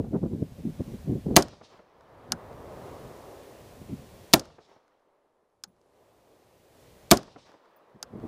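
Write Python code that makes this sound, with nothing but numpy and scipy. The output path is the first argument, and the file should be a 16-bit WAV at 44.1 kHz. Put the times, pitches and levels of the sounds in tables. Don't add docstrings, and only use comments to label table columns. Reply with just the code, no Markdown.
import sys
import numpy as np
from scipy import signal
from scipy.fft import rfft, irfft, next_fast_len
from scipy.io import wavfile
from scipy.ndimage import uniform_filter1d, map_coordinates

SR = 44100
rng = np.random.default_rng(int(sys.argv[2]) if len(sys.argv) > 2 else 0)


def invert_db(x):
    u = np.asarray(x, float) / 20
    return 10 ** u


def wrap_up_sound(samples):
    columns = np.atleast_2d(samples).T
    tamed = np.clip(columns, -1, 1)
    steps = np.round(tamed * 32767).astype(np.int16)
    wavfile.write(sys.argv[1], SR, steps)


N = 364707

# (centre [s], half-length [s], level [dB], brightness [dB])
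GUSTS = [(0, 0.012, -23, 0), (0.051, 0.038, -43, 5.5), (.152, 0.029, -27.5, 4.5), (0.235, 0.017, -29, 0.9),
         (0.258, 0.023, -31, -0.5), (0.336, 0.029, -29.5, -3), (.415, 0.039, -32.5, -9),
         (0.425, 0.0042, -22, -6.5), (0.597, .012, -37, -1), (0.655, 0.0058, -37.5, -0.5),
         (0.675, 0.028, -24.5, -40), (0.808, 0.012, -23, -6.5), (.888, 0.022, -35, -14),
         (0.941, 0.02, -33.5, -8), (1.099, 0.03, -25.5, -7), (1.144, 0.039, -26.5, -8.5),
         (1.268, 0.011, -27, -0.8), (1.31, 0.03, -27, -0.5), (1.352, 0.022, -36.5, 4.7),
         (2.335, .025, -41, -1.5), (3.819, .011, -44.5, -3), (3.898, 0.014, -42.5, -2),
         (3.931, 0.016, -27, -26), (3.998, .036, -49, -17), (5.686, 0.025, -58, -17),
         (7.96, 0.012, -46, -18), (8.149, .02, -40.5, 3), (8.188, 0.021, -44, 2.5),
         (8.245, 0.021, -34, -1.5)]
EDDY_SHARE = [
    [1],
    [0.87],
    [.65],
]
SHARP_DB, SHARP_GROWS = -24, 2.6

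# (time [s], level [dB])
GAIN = [(0, -74.5), (.3, -72.5), (.9, -66.5), (1.36, -69.5), (1.85, -99), (2.1, -89), (2.4, -76),
        (2.85, -67), (4.33, -67), (4.8, -100), (5.6, -96), (6.0, -81.5), (6.68, -75.5), (6.81, -71),
        (7.11, -70.5), (7.56, -100), (7.99, -92), (8.27, -76.5)]
DUCK_DB, DUCK_S = 11.5, 0.13
# (frequency [Hz], density [dB])
HISS = [(590, -36), (1000, -10), (3410, -7.5), (3780, -7), (5740, -8), (14300, -12), (15300, -8),
        (15900, -25.5)]
TOP_HZ, TOP_FROM_DB, TOP_GROWS = 12700, -82, 3
# (time [s], level [dB])
BREEZE_LEVEL = [(0, 30), (.28, 27.5), (.4, 18.5), (1.0, 16), (1.33, 24.5), (2.0, 22), (2.35, 24),
                (2.75, 17), (3.47, 2.5), (3.95, 16), (4.3, 7), (4.9, -0.5), (5.5, 3), (5.68, 16), (6.0, 2),
                (7.0, 7), (7.8, 4.5), (8.2, 29)]
# (frequency [Hz], level [dB])
BREEZE_COLOUR = [(12, -35), (20, -9.5), (38, 2), (124, 1), (227, -6.5), (250, -2.5), (320, -39.5),
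                 (550, -120)]
RUMBLE_DB, RUMBLE_T60 = -46.5, .7

# (time after shot [s], level [dB])
WOODS = [(.07, 35), (.17, 30), (.33, 32), (.36, 40), (.65, 34.5), (1.0, 28.5), (1.4, 21.5), (1.9, 16.5),
         (2.9, 0)]
WOODS_DB = [
    0.5,
    2,
    1.4,
]
# (frequency [Hz], level [dB])
ROLL = [(71, -25.5), (120, -13), (254, -4), (394, 3), (585, 2.5), (857, -6), (1080, -8), (1330, -16.5),
        (1980, -23.5), (4000, -36), (5200, -57), (8800, -120)]
# (frequency [Hz], level [dB])
RUSTLE = [(600, -38), (1100, -3.5), (1700, 1.5), (2500, -0.5), (4000, -6), (6000, -14), (8000, -29.5),
          (12500, -54)]
# (frequency [Hz], level [dB])
FRESH = [(350, -39.5), (600, -1), (900, 3), (1250, -0.5), (1500, -7.5), (2000, -12), (2600, -32.5)]
STILL_ROLL_DB, STILL_RUSTLE_DB = 9, 1
RUSTLE_GROWS, RUSTLE_DB = 1.75, -40.5
FRESH_GROWS, FRESH_DB = 1.31, -15
HOLLOW_DB, HOLLOW_S = 3.5, 0.61

FIRED = [
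    1.364,
    4.3356,
    7.112,
]
# (muzzle wave [dB], ring [dB], hammer [dB])
SHOTS = [
    (1, -3.5, -17),
    (-7.5, -9, -16.5),
    (0, -4, -20.5),
]
ECHO_DB = [
    -0.44,
    -4.5,
    -0.44,
]
# (from [ms], to [ms] after the shock, level [dB])
FITS = [
    (.4, 1.25, -3),
    (3.35, 4.35, -2),
    (5, 5.15, -5),
    (6.15, 7.25, -7),
]
# (from [ms], to [ms], position [-1..1], let-go [ms])
RAILS = [
    (1.4, 1.5, .95, .5),
    (3.3, 4.4, -.3, .8),
    (5.5, 5.95, .95, .3),
]
DROPOUT_DB, FIT_EDGE_DB_PER_MS, OVERLOAD_MS = -14, 45, 7.3
# (delay [ms], pressure [1])
ARRIVALS = [
    (9.2, -1.7),
    (11.3, .9),
    (14.2, .55),
    (19, .2),
]
# (frequency [Hz], width [Hz], level [dB])
BENCH = [(210, 36, -3.5), (302, 36, -6.5), (338, 37, -4), (464, 95, -9.5), (710, 300, -3.5),
         (740, 50, -9.5), (1100, 90, -8.5), (1400, 900, -10)]
# (frequency [Hz], t60 [s])
NEAR = [(60, 0.11), (150, .25), (300, 0.17), (1000, 0.07), (3000, 0.13), (8000, .12), (15000, 0.063)]
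# (frequency [Hz], level [dB])
NEAR_COLOUR = [(40, -9), (100, -4), (300, 4), (1000, -4), (2200, -23), (5000, -24.5), (10000, -26.5),
               (16000, -29)]
# (frequency [Hz], level [dB])
FIELD_COLOUR = [(40, -45.5), (120, -26.5), (350, -22), (800, -32.5), (1500, -43), (3000, -70.5)]

# (frequency [Hz], width [Hz], level [dB])
RECEIVER = [(1490, 360, 0), (4600, 970, -6.5), (5240, 430, -1), (6410, 690, -7), (9230, 810, -12),
            (12700, 510, -15.5), (14500, 330, -23)]
# (time after shot [s], peak [dB], low knock [dB], t60 [s])
CYCLE = [
    (0.021, -21.5, 0, .018),
    (.045, -32.5, -7.5, .016),
    (0.059, -18.5, -13.5, .016),
    (.1188, -40.5, -2.5, 0.007),
]
CYCLE_DB = [
    -1,
    -7.5,
    -2,
]
# (time [s], peak [dB])
RESETS = [
    (2.3201, -10),
    (5.637, -25),
    (8.0272, -19.5),
]
# (time [s], peak [dB], low knock [dB])
TICKS = [(2.0086, -56.5, 5.5), (2.5294, -54, 2), (4.8794, -64.5, 5), (4.996, -72, -4.5), (5.5, -74, .5),
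         (5.6765, -69.5, 0), (5.7646, -72, 2.5), (5.8144, -61, -15), (7.517, -55, 6), (7.6562, -67, 8.5),
         (7.7614, -78.5, 19.5), (7.8964, -72, 10.5), (7.9564, -70, 1.3), (8.199, -60, 9.5)]
# (time [s], frequency [Hz], level [dB], t60 [s])
BRASS = [
    (5.68, 10850, -77, .17),
    (5.675, 15160, -80, .25),
    (7.763, 10730, -82, .2),
    (7.763, 14960, -58, .06),
]
SHARP, BOLT_RISE = .0002, 0.00047
STEEL_T60, RESET_T60, RESET_KNOCK_DB = 0.0043, 0.012, -14.5
THUD_DB, SNAP, LINGER_DB = -29, 0.55, -23.5

# (time after shot [s], level [dB])
BRUSH = [(.06, -73.5), (.079, -57), (.15, -62), (.22, -65), (.255, -73), (.275, -62.5), (.4, -69),
         (.48, -79.5), (.7, -90)]
# (frequency [Hz], level [dB])
BRUSH_COLOUR = [(900, -31), (1800, -5.5), (2500, -4), (3600, -1), (5500, -2.5), (7000, -12), (10000, -22),
                (13000, -55)]
# (time after shot [s], peak [dB])
BANKS = [
    (.164, -40.5),
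    (.247, -37),
    (0.268, -46),
    (.376, -44.5),
    (0.4261, -43),
]
SLAP_T60 = .045

# (frequency [Hz], level [dB])
CONVERTER = [(20, 22.5), (60, 17.5), (200, 3.5), (2500, -0.5), (6000, -4), (12300, -5.5), (12800, -39.5)]
CONVERTER_DB = -88.5


def unit(x):
    return x / np.sqrt(np.mean(x ** 2) + 1e-20)


def along(points, hz):
    f, v = np.transpose(points)
    return np.interp(np.log(hz + 1), np.log(f + 1), v)


def curves(rows):
    s, value = np.transpose(rows)
    return np.interp(np.arange(N) / SR, s, value)


def wobble(rate):
    knots = rng.standard_normal(int(N * rate / SR) + 4)
    return map_coordinates(knots, [np.arange(N) * rate / SR])


def filtered(x, response):
    m = next_fast_len(len(x) + 8192)
    return irfft(rfft(x, m) * response(np.fft.rfftfreq(m, 1 / SR)), m)[:len(x)]


def body(modes):
    def response(f):
        return sum((-1) ** k * invert_db(db) * 1j * f * w / (c * c - f * f + 1j * f * w)
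                   for k, (c, w, db) in enumerate(modes))
    return response


def rush(spectrum, patchy_db):
    z = signal.stft(rng.standard_normal(N + 512), nperseg=512)[2]
    field = uniform_filter1d(rng.standard_normal(z.shape), 5, 0)
    field = uniform_filter1d(field, 10, 1)
    x = signal.istft(z * invert_db(patchy_db * unit(field)), nperseg=512)[1][:N]
    return unit(filtered(x, lambda hz: invert_db(along(spectrum, hz))))


def add(out, s, x):
    part = out[round(s * SR):][:len(x)]
    part += x[:len(part)]


def burst(t60, modes, rise, top_hz=20000):
    t = np.arange(SR // 10) / SR
    decay = max(t60, .002)
    fall = invert_db(-60 * t / decay) + invert_db(LINGER_DB - 60 * t / (3.5 * decay))
    contact = (1 - np.exp(-t / rise)) * (1 + SNAP * np.exp(-t / 0.00065))
    puff = rfft(rng.standard_normal(len(t)) * fall * contact)
    even = irfft(puff / np.sqrt(uniform_filter1d(np.abs(puff) ** 2, size=90)), len(t))
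    even = even * (t < t[-1] / 2)
    x = filtered(even, lambda f: body(modes)(f) / (1 + 1j * f / top_hz) ** 2)
    return x / np.abs(x).max()


def since_shot():
    return np.arange(N) / SR - np.array(FIRED)[:, None]


def after_shots(rows, more_db=0):
    s, db = np.transpose(rows)
    each = np.interp(since_shot(), s, db, left=-150, right=-150)
    each = each + np.add(ECHO_DB, more_db)[:, None]
    return each.max(axis=0)


def snatch(seconds):
    u = np.maximum(since_shot(), 0) / seconds
    return (u * np.exp(1 - u)).sum(axis=0)


def gain_db():
    return curves(GAIN) - DUCK_DB * snatch(DUCK_S)


def wind():
    t = np.arange(N) / SR
    levels = np.zeros((3, N))
    for s, half, db, upper_db in GUSTS:
        sharp_db = SHARP_DB + SHARP_GROWS * upper_db
        near = slice(max(round(s * SR) - SR // 10, 0), round(s * SR) + SR // 10)
        swell = np.exp(-np.abs((t[near] - s) / (half * np.array(EDDY_SHARE))) ** 1.8)
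        levels[:, near] += invert_db(db + np.array([[0], [upper_db], [sharp_db]])) * swell
    eddies = rng.standard_normal(N) * invert_db(3.5 * wobble(110))
    out = np.zeros(N)
    parts = [(198, 130, 330), (285, 350, 580), (680, 390, 1500)]  # (Hz, width Hz, top Hz)
    for level, (hz, width, top_hz) in zip(levels, parts):
        blips = filtered(eddies, lambda f: body([(hz, width, 0)])(f) / (1 + (f / top_hz) ** 5.9))
        blips /= np.sqrt(np.abs(uniform_filter1d(blips ** 2, size=1000)) + 1e-12)
        out += invert_db(-3.0) * level * blips
    return out


def self_noise():
    hiss = unit(filtered(rng.standard_normal(N), lambda hz: invert_db(along(HISS, hz)) * (hz < 15350)))
    top = filtered(hiss, lambda hz: hz > TOP_HZ)
    hiss = hiss - top * (1 - invert_db(TOP_GROWS * np.minimum(gain_db() - TOP_FROM_DB, 0)))
    return invert_db(gain_db() + 5) * hiss


def breeze_and_ground():
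    breeze = invert_db(gain_db() + curves(BREEZE_LEVEL))
    rumble = invert_db(after_shots([(.02, RUMBLE_DB), (RUMBLE_T60, RUMBLE_DB - 62)]))
    deep = np.hypot(breeze, rumble) * invert_db(5.0 + 0.89 * wobble(30))
    return deep * rush(BREEZE_COLOUR, patchy_db=1.5)


def woods():
    answer_db = after_shots(WOODS, WOODS_DB)
    roll = np.hypot(invert_db(answer_db - HOLLOW_DB * snatch(HOLLOW_S) ** 3), invert_db(STILL_ROLL_DB))
    roll = roll * invert_db(2 + 0.4 * wobble(7.4) + 0.33 * wobble(60))
    rustle = np.hypot(invert_db(RUSTLE_GROWS * answer_db + RUSTLE_DB), invert_db(STILL_RUSTLE_DB))
    rustle = rustle * invert_db(0.5 + .3 * wobble(45))
    fresh = invert_db(FRESH_GROWS * answer_db + FRESH_DB + .6 * wobble(40))
    answer = fresh * rush(FRESH, patchy_db=0.5)
    answer += roll * rush(ROLL, patchy_db=0.5)
    answer += rustle * rush(RUSTLE, patchy_db=1.5)
    return invert_db(gain_db()) * answer


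def overload():
    ms = np.arange(-44, 400) / SR * 1000

    def outside(a, b):
        return np.maximum(np.maximum(a - ms, ms - b), 0)

    capsule = body([(4540, 3200, 4), (7900, 670, -7), (1940, 670, -0.5)])
    shake = unit(filtered(rng.standard_normal(len(ms)), capsule))
    spiky = shake * np.abs(shake) ** 0.18
    edge = FIT_EDGE_DB_PER_MS * (1 + 2 * (ms > OVERLOAD_MS))
    fits = FITS + [(0.0023, OVERLOAD_MS, DROPOUT_DB)]
    strength = np.max([db - edge * outside(a, b) for a, b, db in fits], axis=0)
    spiky = np.where(strength < -6, -np.abs(spiky), spiky)
    rest = np.zeros(len(ms))
    for a, b, level, let_go in RAILS:
        slope = np.where(ms < a, min(let_go, .3), let_go)
        rest += level * np.clip(1 - outside(a, b) / slope, 0, 1)
    return rest + invert_db(strength - 0.1) * spiky


def muzzle(wave_db, ring_db):
    t = np.arange(SR * 6 // 10) / SR
    pulses = np.zeros(len(t))
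    for ms, size in ARRIVALS:
        u = np.maximum(t - ms / 1000, 0) / .00045
        pulses += size * u ** 0.7 * (1 - u / 2.2) * np.exp(1 - u)
    ring = filtered(pulses, body(BENCH)) * 0.83
    hz, frame, z = signal.stft(rng.standard_normal(len(t)), SR, nperseg=128)
    near = invert_db(along(NEAR_COLOUR, hz)[:, None] - 60 * frame / along(NEAR, hz)[:, None])
    far = invert_db(along(FIELD_COLOUR, hz)[:, None] - 60 * frame / 0.3)
    tail = signal.istft(z * (near + far), SR, nperseg=128)[1]
    tail = tail[:len(t)] * np.clip((t - .0095) / 0.00067, 0, 1)
    return invert_db(wave_db) * pulses + invert_db(ring_db) * (ring + invert_db(10.5) * tail)


def rifle():
    out = np.zeros(N)
    hammer = [(3700, 950, 3.5), (6030, 3400, -1.5), (11600, 5800, -6.5)]  # (Hz, width Hz, dB)
    for s, (wave_db, ring_db, hammer_db) in zip(FIRED, SHOTS):
        add(out, s - .0053, invert_db(hammer_db) * burst(0.013, hammer, SHARP))
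        add(out, s - .001, overload())
        add(out, s, muzzle(wave_db, ring_db))
    return filtered(out, lambda f: (1 - 0.83 * body([(455, 170, 0)])(f)) * 1j * f / (70 + 1j * f))


def action():
    out = np.zeros(N)
    clacks = [(s + lag, db + hard_db, knock_db, t60, BOLT_RISE)
              for s, hard_db in zip(FIRED, CYCLE_DB) for lag, db, knock_db, t60 in CYCLE]
    clacks += [(s, db, RESET_KNOCK_DB, RESET_T60, SHARP) for s, db in RESETS]
    clacks += [(*row, STEEL_T60, SHARP) for row in TICKS]
    for s, db, knock_db, t60, rise in clacks:
        clack = burst(t60, [(2810, 860, -17)] + RECEIVER[1:], rise)
        knock = burst(t60 * 3.1, [(780, 160, -1), RECEIVER[0]], rise, top_hz=3000)
        add(out, s, invert_db(db) * clack)
        add(out, s, invert_db(db + knock_db) * knock)
    for s, db in RESETS:
        add(out, s, invert_db(db + THUD_DB) * burst(0.053, [(315, 290, 0)], 0.0034, top_hz=870))
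    return out


def brush():
    return invert_db(after_shots(BRUSH) + 1.3 * wobble(56)) * rush(BRUSH_COLOUR, patchy_db=1.5)


def banks():
    out = np.zeros(N)
    earth = [(546.2, 1300, 0.84), (1148.4, 2270, -0.6)]  # (Hz, width Hz, dB)
    for s, echo_db in zip(FIRED, ECHO_DB):
        for lag, db in BANKS:
            slap = burst(SLAP_T60, earth, rise=0.0029, top_hz=1010)
            add(out, s + lag, invert_db(db + echo_db - 1) * slap)
    return out


def brass():
    out, t = np.zeros(N), np.arange(SR // 4) / SR
    beat = 1 + 0.26 * np.sin(2 * np.pi * 24 * t)
    for s, hz, db, t60 in BRASS:
        add(out, s, invert_db(db - 60 * t / t60) * beat * np.sin(2 * np.pi * hz * t))
    return out


def scene():
    air = wind() + self_noise() + breeze_and_ground() + woods()
    shots = rifle() + action() + brush() + banks() + brass()
    return (air + shots)[None]


def band_limit(x):
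    return signal.sosfilt(signal.butter(12, 16030, fs=SR, output="sos"), x)


def record(dry):
    heard = filtered(dry[0], lambda f: (1j * f / (40 + 1j * f)) ** 2)[None]
    heard = heard + invert_db(CONVERTER_DB) * rush(CONVERTER, patchy_db=2.0)
    held = heard / (1 + np.abs(heard) ** 8) ** (1 / 8)
    held = filtered(held[0], lambda f: 1 / (1 + (f / 15900) ** 30))[None]
    return band_limit(held)


dry = scene()
out = record(dry)
wrap_up_sound(out)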